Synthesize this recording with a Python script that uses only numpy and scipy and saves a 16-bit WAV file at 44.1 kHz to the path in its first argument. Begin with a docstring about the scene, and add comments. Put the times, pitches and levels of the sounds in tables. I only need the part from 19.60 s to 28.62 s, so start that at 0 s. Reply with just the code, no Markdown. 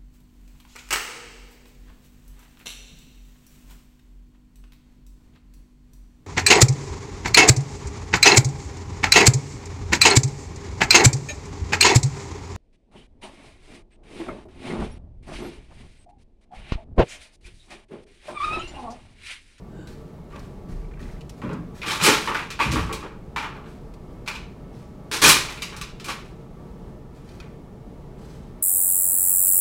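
"""Boards thrown onto a heap of scrap wood in a box truck, with the microphone in the garage.
Boards knock with a bending mode, slats crack, and the heap tumbles in rushes of small impacts.
The floor booms through paired modes; shoes scuff and squeak as a man walks up the ramp.
Each wooden blow, scuff and tick gets the cargo box's ring and the garage's echo, made of decaying noise.
Distant traffic rumbles outside as coloured noise, and a soft overload squashes the loudest crashes."""
import sys
import numpy as np
from scipy import signal
from scipy.fft import rfft, irfft
from scipy.io import wavfile
from scipy.ndimage import uniform_filter1d

SR = 44100
rng = np.random.default_rng(int(sys.argv[2]) if len(sys.argv) > 2 else 0)


def generate_wav(sig):
    """Save sig (samples, or channels by samples) to the path in sys.argv[1] as 16-bit PCM at SR."""
    pcm = np.round(np.clip(np.atleast_2d(sig).T, -1, 1) * 32767).astype(np.int16)
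    wavfile.write(sys.argv[1], SR, pcm)


N = 397782
SIZE = 32768  # samples in one event
T = np.arange(SIZE) / SR
HZ = np.fft.rfftfreq(SIZE, 1 / SR)

# Event levels are the rms of the loudest 20 ms, in dB re full scale ahead of the overload.
# Brightness is the corner above which a contact loses treble.

# Traffic spectrum heard from the garage. Each row: frequency in Hz, relative density in dB per Hz.
STREET_SPECTRUM = [(12, -17), (22, -2), (58, -2.5), (98, -9.5), (146, -5), (250, -11.5), (340, -16),
                   (446, -14.5), (530, -21), (750, -28), (1030, -29.5), (1220, -30.5), (1570, -36.5),
                   (3000, -42.5), (7000, -49.5), (16000, -57.5)]
# Garage resonances and faint hums. Each row: frequency in Hz, width in Hz, lift in dB.
GARAGE_MODES = [(137, 12, 2.5), (181, 69, 2.5), (283, 15, 1), (367, 38, 5), (452, 5.4, 7), (617, 44, 7.5),
                (722.4, 12, 10.5), (836, 27, 10.5), (950, 51, 6), (980, 16, 1), (1153, 14, 11),
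                (1304, 6.1, 12.5), (1795, 9.8, 10.5), (2185, 14, 10.5)]
STREET_DB = -40  # rms level about which the rumble wavers

# Cargo box wall resonances. Each row: frequency in Hz, width in Hz, lift in dB (sign ignored).
WALL_MODES = [(304, 30, 0), (440, 25, 4.5), (1150, 97, 3), (1370, 47, 3), (2090, 21, 0), (2390, 160, 3.5),
              (4050, 510, 2), (5420, 40, 4.5), (6730, 61, -1), (8440, 42, 2)]
# Late die-away inside the cargo box. Each row: frequency in Hz, time to fall 60 dB in seconds.
BOX_T60 = [(100, 0.95), (400, 0.65), (1040, 0.47), (2760, 0.5), (7300, 0.39), (15000, 0.16)]

# A sole drags and squeaks on the ramp. Each row: time in seconds, rms level in dB.
SQUEAK_LEVELS = [(0.10, -74), (0.15, -61), (0.22, -53), (0.26, -55.5), (0.36, -74)]
# Resonances of the squeak. Each row: frequency in Hz, width in Hz, relative level in dB.
SQUEAK_MODES = [(1570, 110, 3.5), (2980, 290, -12), (3760, 250, -13), (4630, 220, -17), (7100, 200, -20),
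                (7760, 750, -17.5)]

# Shoes and boards rub over grit. Each row: start in seconds, swell in seconds, level in dB.
SCUFFS = [(0.270, 0.0088, -53.5), (0.690, 0.13, -57), (1.085, 0.011, -55), (1.390, 0.017, -53.5),
          (1.490, 0.021, -59), (1.760, 0.017, -58.5), (2.146, 0.024, -50.5), (4.050, 0.045, -58),
          (5.130, 0.05, -59), (7.525, 0.0384, -60), (7.640, 0.093, -56.5), (8.580, 0.14, -56)]
# Spectrum of rubbed grit. Each row: frequency in Hz, relative level in dB.
GRIT_SPECTRUM = [(100, -20.5), (700, -8), (1500, 6), (3000, -1), (7000, 0.5), (16000, -0.5)]
SCUFF_T60, SCUFF_HZ = 0.6, 6100  # die-away in s, brightness

# Short dry ticks, some from small things, some the sharp edge of a wooden blow.
# Each row: start in seconds, level in dB, brightness in Hz.
TICKS = [(0.273, -49.5, 6950), (0.760, -48, 4000), (0.793, -51.5, 7000), (1.428, -49, 2700),
         (1.609, -49, 4670), (1.695, -46, 8500), (1.932, -51, 7010), (4.339, -54.5, 7000),
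         (4.682, -34.5, 8000), (6.214, -40, 12080), (7.690, -54.5, 7000), (7.802, -43, 3850)]
TICK_MODE_SHARE, TICK_LIFT_DB = 0.65, 5.5  # brighter ticks ring higher: mode as a share of brightness
# Carried boards tick against one another on the way in; the run swells to its middle.
CARRY_FROM_S, CARRY_TO_S = 1.24, 1.57
CARRY_DB, CARRY_ENDS_DB, CARRY_SPREAD_DB = -51, -6, 1.2  # middle, ends against it, random spread
CARRY_HZ, CARRY_SCATTER, CARRY_LIFT_DB = 1900, 0.13, 20  # brightness and typical mode, log pitch spread, lift

# Low thuds and booms of the floor, some overlapping.
# Each row: start in seconds, level in dB, most driven pitch in Hz.
THUDS = [(0.185, -39.5, 316), (1.070, -37, 190), (1.108, -28, 36.5), (1.398, -35, 43.5), (1.410, -38, 210),
         (1.519, -34.5, 42.6), (1.833, -27, 185), (1.842, -40, 470), (1.924, -29, 208), (1.995, -33.5, 175),
         (2.411, -27, 170), (2.462, -21.5, 440), (2.473, -23.5, 249.4), (3.053, -26, 168),
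         (3.069, -25.5, 62), (3.121, -23, 199), (3.167, -26, 65.4), (5.617, -33, 70), (5.630, -27.5, 160.8)]
# Truck floor modes before pairing and detuning. Each row: frequency in Hz, relative drive in dB.
FLOOR_MODES = [(31, 1), (39, 3.5), (52, -7), (62, -1), (78, -4), (98, -1), (120, 1.5), (150, -1), (174, 0),
               (203, -3), (242, -2), (282, -9), (305, 2), (335, -2.5), (372, -5.5), (424, 0), (450, -3.5),
               (495, -9), (545, 0), (600, -1)]
FLOOR_LAG_S = 0.006  # the floor answers just after the blow
FLOOR_T60, FLOOR_T60_SLOPE = 0.57, -0.47  # ring at 100 Hz in s; power of pitch that shortens higher thuds
HEAVY_HZ, FLOOR_DB_PER_OCTAVE = 1220, -21.5  # a knock this dull shakes the floor at its own level; brighter, less
KNOCK_FLOOR_HZ, TUMBLE_FLOOR_HZ, TUMBLE_FLOOR_DB = 401, 350, -14  # most driven pitches; floor against heap level

# The heap gives way in rushes of small impacts. 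Each row: start in seconds, swell in seconds,
# time to fall 60 dB in seconds, level in dB, brightness in Hz.
TUMBLES = [(2.255, 0.047, 0.45, -24, 4170), (2.424, 0.026, 0.12, -15, 6800),
           (2.456, 0.011, 0.36, -14, 4440), (3.005, 0.0092, 0.53, -32.5, 4270),
           (3.109, 0.018, 0.44, -30.5, 4930), (5.514, 0.012, 0.31, -24.5, 5506),
           (5.616, 0.024, 0.19, -9.5, 6930), (5.660, 0.018, 0.24, -12.5, 9500),
           (6.446, 0.052, 0.27, -32, 5050)]
# Spectrum of the heap. Each row: frequency in Hz, relative level in dB.
HEAP_SPECTRUM = [(60, -14.5), (200, -6.5), (450, -4.5), (700, -11), (900, -0.5), (1200, -0.5), (1800, -3),
                 (2500, -3), (5000, -3.5), (9500, -2.5), (13000, -4.5), (16000, -8.5)]
# Settling after each rush: delay, swell and die-away in s; level against the rush; brightness.
SETTLE_AFTER_S, SETTLE_SWELL_S, SETTLE_T60 = 0.14, 0.035, 0.81
SETTLE_DB, SETTLE_HZ = -26, 5600

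# A thin slat snaps or is slapped. Each row: start in seconds, level in dB, brightness in Hz,
# lift of its mode in dB (sign ignored).
CRACKS = [(2.217, -33.5, 3600, 11.5), (2.28, -32, 4000, 10.5), (2.412, -25.5, 4500, 4.5),
          (2.444, -20, 7000, 8.5), (2.525, -30, 4480, 5.5), (2.904, -33.5, 5070, 4.5),
          (3.002, -25, 4000, 22), (3.117, -30, 5500, 8), (3.327, -31.5, 8500, 6), (3.782, -38, 4000, 9),
          (4.662, -44, 4000, 5), (4.677, -31, 6500, 13), (4.712, -39, 4430, 4), (4.752, -37.5, 3930, 7),
          (5.514, -34, 5500, 1.5), (5.620, -21.5, 4500, 0.5), (5.645, -11.5, 5000, 10.5),
          (5.690, -8.5, 9040, -0.5), (5.973, -40, 3460, 11), (6.021, -27.5, 6640, 5.5),
          (6.165, -39.5, 7980, 0), (6.213, -31.5, 5300, 0), (6.399, -41, 4500, 1), (6.444, -36, 9130, 7)]
# Spectrum of a slat. Each row: frequency in Hz, relative level in dB.
SLAT_SPECTRUM = [(60, -25), (400, -12), (700, -21), (1050, 0), (1800, -3.5), (2500, 0.5), (5000, -1),
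                 (10000, -3), (16000, -7)]
SLAT_HZ = 2400  # the slats share one main mode

# A board knocks. Each row: start in seconds, level in dB, brightness in Hz, main bending mode in Hz.
KNOCKS = [(0.706, -53.5, 1700, 1300), (0.735, -45, 1230, 1140), (1.818, -37.5, 1290, 1140),
          (1.893, -37, 1150, 1110), (2.233, -33.5, 2720, 1320), (2.401, -26.5, 1930, 990),
          (2.675, -22.5, 1830, 934), (2.747, -22.5, 2240, 1550), (2.992, -26, 1710, 1050),
          (3.000, -19, 2110, 1100), (3.159, -23, 1580, 1170), (3.294, -31.5, 1260, 1090),
          (3.428, -37.5, 1240, 1026), (3.762, -24.5, 2260, 990), (3.826, -31.5, 2060, 1240),
          (3.948, -45, 1400, 860), (4.041, -50.5, 1890, 1110), (4.677, -30, 3000, 1010),
          (5.887, -37, 2900, 2320), (6.125, -41, 2420, 1245), (6.485, -30.5, 3120, 1100),
          (7.808, -55, 2290, 1570)]
# Spectrum of a board. Each row: frequency in Hz, relative level in dB.
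BOARD_SPECTRUM = [(60, -19), (250, -8.5), (450, -11.5), (700, -10.5), (860, 2), (1600, -1.5), (2700, 0.5),
                  (4000, -3.5), (8000, -3), (16000, -4.5)]
BOARD_LIFT_DB = 7  # how far the bending mode stands out
SECOND_AFTER_S, SECOND_MODE = 0.019, 1.4  # a second knock follows: delay, ratio of the mode it excites
# Second knock against the first at a medium level; each dB harder weakens it further.
SECOND_DB, MEDIUM_KNOCK_DB, SECOND_PER_DB = -5, -31, -0.34

EDGE_HZ = 15950  # upper band limit


def amp(db):
    """Decibels to gain."""
    return 10 ** (np.asarray(db) / 20)


def read(points, hz):
    """Reads a table of (Hz, value) along a log-frequency axis."""
    f, value = np.transpose(points)
    return np.interp(np.log(hz + 1), np.log(f + 1), value)


def add(mix, s, sound):
    """Mixes a sound in at a time in seconds."""
    part = mix[max(round(s * SR), 0):][:len(sound)]
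    part += sound[:len(part)]


def lifts(modes, hz):
    """Gain of a set of resonances standing over a flat base."""
    power = 1
    for f, width, db in modes:
        power = power + (amp(abs(db)) ** 2 - 1) / (1 + (2 * (hz - f) / width) ** 2)
    return np.sqrt(power)


def contact(bright_hz):
    """A contact of finite length pushes little above its brightness."""
    return 1 / np.sqrt(1 + (HZ / bright_hz) ** 4)


def ring(gain):
    """Causal impulse response with the given magnitude, by folding the cepstrum (minimum phase)."""
    cepstrum = irfft(np.log(np.maximum(gain, 1e-5)))
    cepstrum[1:SIZE // 2] *= 2
    cepstrum[SIZE // 2 + 1:] = 0
    return irfft(np.exp(rfft(cepstrum)))


def at_level(x, db, size=900):
    """Scales a sound so that its loudest 20 ms have the given rms."""
    return x * amp(db) / np.sqrt(uniform_filter1d(x ** 2, size).max())


def cargo_box(direct_db, late_db, early_t60, echo_s=0.076, echo_db=-6, count=8):
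    """Response from one spot in the box: direct sound, wall slaps, a dense tail and the garage's echo."""
    hz, t, noise = signal.stft(rng.standard_normal(SIZE), SR, nperseg=256)
    early = amp(-60 * t / early_t60)
    late = amp(late_db - 60 * t / read(BOX_T60, hz)[:, None])
    echo = amp(late_db + echo_db - 60 * abs(t - echo_s) / early_t60) * (t > echo_s)
    echo = echo / np.hypot(1, hz / 5000)[:, None]  # the echo comes back duller
    envelope = np.sqrt(early ** 2 + late ** 2 + echo ** 2)
    response = signal.istft(noise * envelope, SR, nperseg=256)[1][:SIZE]
    response /= np.linalg.norm(response)
    slaps = (rng.uniform(.015, .15, count) * early_t60 * SR).astype(int) % SIZE
    response[slaps] += amp(direct_db) * rng.uniform(-1.2, 1, count) / 2
    response[0] += amp(direct_db)
    return response


def blows(rows, spectrum, mode_q, direct_db, late_db, early_t60,
          chatter_db, chatter_s, rattle_db, rattle_s=0.064, count=4):
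    """A piece hits, chatters as its length settles, rattles its neighbours and rings with its own mode."""
    out = np.zeros(N)
    body = amp(read(spectrum, HZ)) * lifts(WALL_MODES, HZ)
    for s, db, bright_hz, mode_hz, mode_db in rows:
        soon, later = rng.random((2, count))
        force = np.zeros(SIZE)
        force[(soon * chatter_s * SR).astype(int)] = amp(chatter_db) * rng.uniform(-1, 1, count)
        rattle = amp(rattle_db) * (1 - later / 2) * rng.choice([-1, 1], count)
        force[(later * rattle_s * SR).astype(int)] += rattle
        force[0] = 1  # the blow itself
        mode = lifts([(mode_hz, mode_hz / mode_q, mode_db)], HZ)
        wood = ring(body * contact(bright_hz) * mode)
        box = cargo_box(direct_db, late_db, early_t60)
        sound = irfft(rfft(force) * rfft(wood) * rfft(box))
        add(out, s, at_level(sound, db))
    return out


def rushes(rows, spectrum, per_s, spread_db, start_db, direct_db, late_db, early_t60, count=2):
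    """Many small impacts of uneven size, at different spots, swell to a peak and die away."""
    out = np.zeros(N)
    body = amp(read(spectrum, HZ)) * lifts(WALL_MODES, HZ)
    for s, swell, t60, db, bright_hz in rows:
        effort = amp(np.where(T < swell, start_db * (1 - T / swell), -60 * (T - swell) / t60))
        colour = rfft(ring(body * contact(bright_hz)))
        sound = 0
        for spot in range(count):
            sizes = amp(spread_db * np.minimum(rng.exponential(1, SIZE), 3)) * rng.choice([-1, 1], SIZE)
            hits = rng.random(SIZE) < per_s / count / SR
            response = irfft(colour * rfft(cargo_box(direct_db, late_db, early_t60)))
            sound = sound + signal.fftconvolve(effort * sizes * hits, response)[:SIZE]
        add(out, s, at_level(sound, db))
    return out


def street(waver_db=0.6, size=6000):
    """Distant traffic and faint hums: noise coloured by the garage, slowly wavering in level."""
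    hz = np.fft.rfftfreq(N, 1 / SR)
    colour = amp(read(STREET_SPECTRUM, hz)) * lifts(GARAGE_MODES, hz)
    rumble = irfft(rfft(rng.standard_normal(N)) * colour, N)
    waver = uniform_filter1d(uniform_filter1d(rng.standard_normal(N), size), size)
    return amp(STREET_DB + waver_db * waver / waver.std()) * rumble / rumble.std()


def squeak(wander=0.028, count=6):
    """Rubber slipping on aluminium: overlaid noises through narrow resonances, each set slightly retuned."""
    sound = 0
    for slip in range(count):
        pitch = 1 + wander * rng.standard_normal()
        peaks = 0
        for hz, width, db in SQUEAK_MODES:
            peaks = peaks + amp(db) / (1 + (2 * (HZ - hz * pitch) / width) ** 2)
        sound = sound + irfft(rfft(rng.standard_normal(SIZE)) * peaks)
    s, db = np.transpose(SQUEAK_LEVELS)
    envelope = np.interp(s[0] + T, s, amp(db), right=0)
    out = np.zeros(N)
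    add(out, s[0], sound / sound.std() * envelope)
    return out


def scuffs():
    """Shoes and boards crush grit in dense tiny impacts that share one colour and die-away."""
    rows = [(s, swell, SCUFF_T60, db, SCUFF_HZ) for s, swell, db in SCUFFS]
    return rushes(rows, GRIT_SPECTRUM, per_s=1100, spread_db=4.0, start_db=-6.5,
                  direct_db=-11, late_db=-10, early_t60=0.091)


def carried_ticks(count=9):
    """Rows for an uneven run of ticks from the carried boards, loudest in the middle."""
    progress = (np.arange(count) + rng.random(count)) / count
    force, pitch = rng.standard_normal((2, count))
    times = CARRY_FROM_S + (CARRY_TO_S - CARRY_FROM_S) * progress
    levels = CARRY_DB + CARRY_ENDS_DB * abs(2 * progress - 1) + CARRY_SPREAD_DB * force
    modes = CARRY_HZ * np.exp(CARRY_SCATTER * pitch)
    return [(s, db, CARRY_HZ, hz, CARRY_LIFT_DB) for s, db, hz in zip(times, levels, modes)]


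def ticks():
    """Short dry ticks, and those of the carried boards: blows with a ringing mode and little reverberation."""
    dry_ticks = [(s, db, bright_hz, bright_hz * TICK_MODE_SHARE, TICK_LIFT_DB) for s, db, bright_hz in TICKS]
    return blows(dry_ticks + carried_ticks(), SLAT_SPECTRUM, mode_q=10, direct_db=-7, late_db=-17,
                 early_t60=.055, chatter_db=-6, chatter_s=.006, rattle_db=-20)


def floor_loads():
    """Rows for the floor's thuds and for its answers to knocks and tumbles; low booms last longest."""
    loads = list(THUDS)
    for s, db, bright_hz, mode_hz in KNOCKS:
        floor_db = db + FLOOR_DB_PER_OCTAVE * np.log2(bright_hz / HEAVY_HZ)
        loads.append((s + FLOOR_LAG_S, floor_db, KNOCK_FLOOR_HZ))
    for s, swell, t60, db, bright_hz in TUMBLES:
        loads.append((s + FLOOR_LAG_S, db + TUMBLE_FLOOR_DB, TUMBLE_FLOOR_HZ))
    return [(s, db, hz, FLOOR_T60 * (hz / 100) ** FLOOR_T60_SLOPE) for s, db, hz in loads]


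def truck_floor(reach=0.34, split=0.029, rise_s=0.007, count=2):
    """Each row swings the floor's close pairs of modes, most of all those near its own pitch."""
    out = np.zeros(N)
    modes_hz, modes_db = np.repeat(FLOOR_MODES, count, 0).T[:, :, None]
    for s, db, hz, t60 in floor_loads():
        detune, phase = rng.standard_normal((2, len(modes_hz), 1))
        drive = amp(modes_db) / (1 + (np.log(modes_hz / hz) / reach) ** 2)
        cycles = modes_hz * (1 + split * detune) * T + phase
        swing = (drive * np.sin(2 * np.pi * cycles)).sum(0)
        envelope = (1 - np.exp(-T / rise_s)) * amp(-60 * T / t60)
        add(out, s, at_level(swing * envelope, db))
    return out


def settling():
    """Each rush of the heap is followed by a quieter, sparser rattle of loose pieces."""
    rows = [(s + SETTLE_AFTER_S, SETTLE_SWELL_S, SETTLE_T60, db + SETTLE_DB, SETTLE_HZ)
            for s, swell, t60, db, bright_hz in TUMBLES]
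    return rushes(rows, HEAP_SPECTRUM, per_s=110, spread_db=3, start_db=-6,
                  direct_db=-4, late_db=-12, early_t60=0.12)


def heap():
    """The scrap heap gives way: many pieces collide at once, then the rush dies away."""
    return rushes(TUMBLES, HEAP_SPECTRUM, per_s=450, spread_db=2.0, start_db=-8.5,
                  direct_db=-6.0, late_db=-9.5, early_t60=.16)


def slats():
    """All slats ring at one pitch; a loose one rings out, a pinned one hardly at all."""
    rows = [(s, db, bright_hz, SLAT_HZ, lift_db) for s, db, bright_hz, lift_db in CRACKS]
    return blows(rows, SLAT_SPECTRUM, mode_q=6.9, direct_db=-14.5, late_db=-7, early_t60=0.17,
                 chatter_db=-6.0, chatter_s=.01, rattle_db=-16.5)


def boards():
    """Every knock is followed by a second; the harder the first, the weaker the second against it."""
    rows = []
    for s, db, bright_hz, mode_hz in KNOCKS:
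        second_db = db + SECOND_DB + SECOND_PER_DB * (db - MEDIUM_KNOCK_DB)
        rows.append((s, db, bright_hz, mode_hz, BOARD_LIFT_DB))
        rows.append((s + SECOND_AFTER_S, second_db, bright_hz, mode_hz * SECOND_MODE, BOARD_LIFT_DB))
    return blows(rows, BOARD_SPECTRUM, mode_q=12.0, direct_db=-8.5, late_db=-6.0, early_t60=0.15,
                 chatter_db=-7.5, chatter_s=.012, rattle_db=-8.5)


def scene():
    """All the work in the truck over the street's rumble, as one channel."""
    background = street()
    ramp_and_floor = squeak() + scuffs() + truck_floor()
    wood = ticks() + settling() + heap() + slats() + boards()
    return (background + ramp_and_floor + wood)[None]


def record(dry):
    """The microphone signal: a soft overload squashes the loudest crashes, then the band is limited."""
    ceiling = .74
    squashed = dry / (1 + (dry / ceiling) ** 4) ** (1 / 4)
    band = signal.firwin(511, EDGE_HZ, window=("kaiser", 9), fs=SR)
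    return signal.oaconvolve(squashed, band[None], "same")


dry = scene()
out = record(dry)
generate_wav(out)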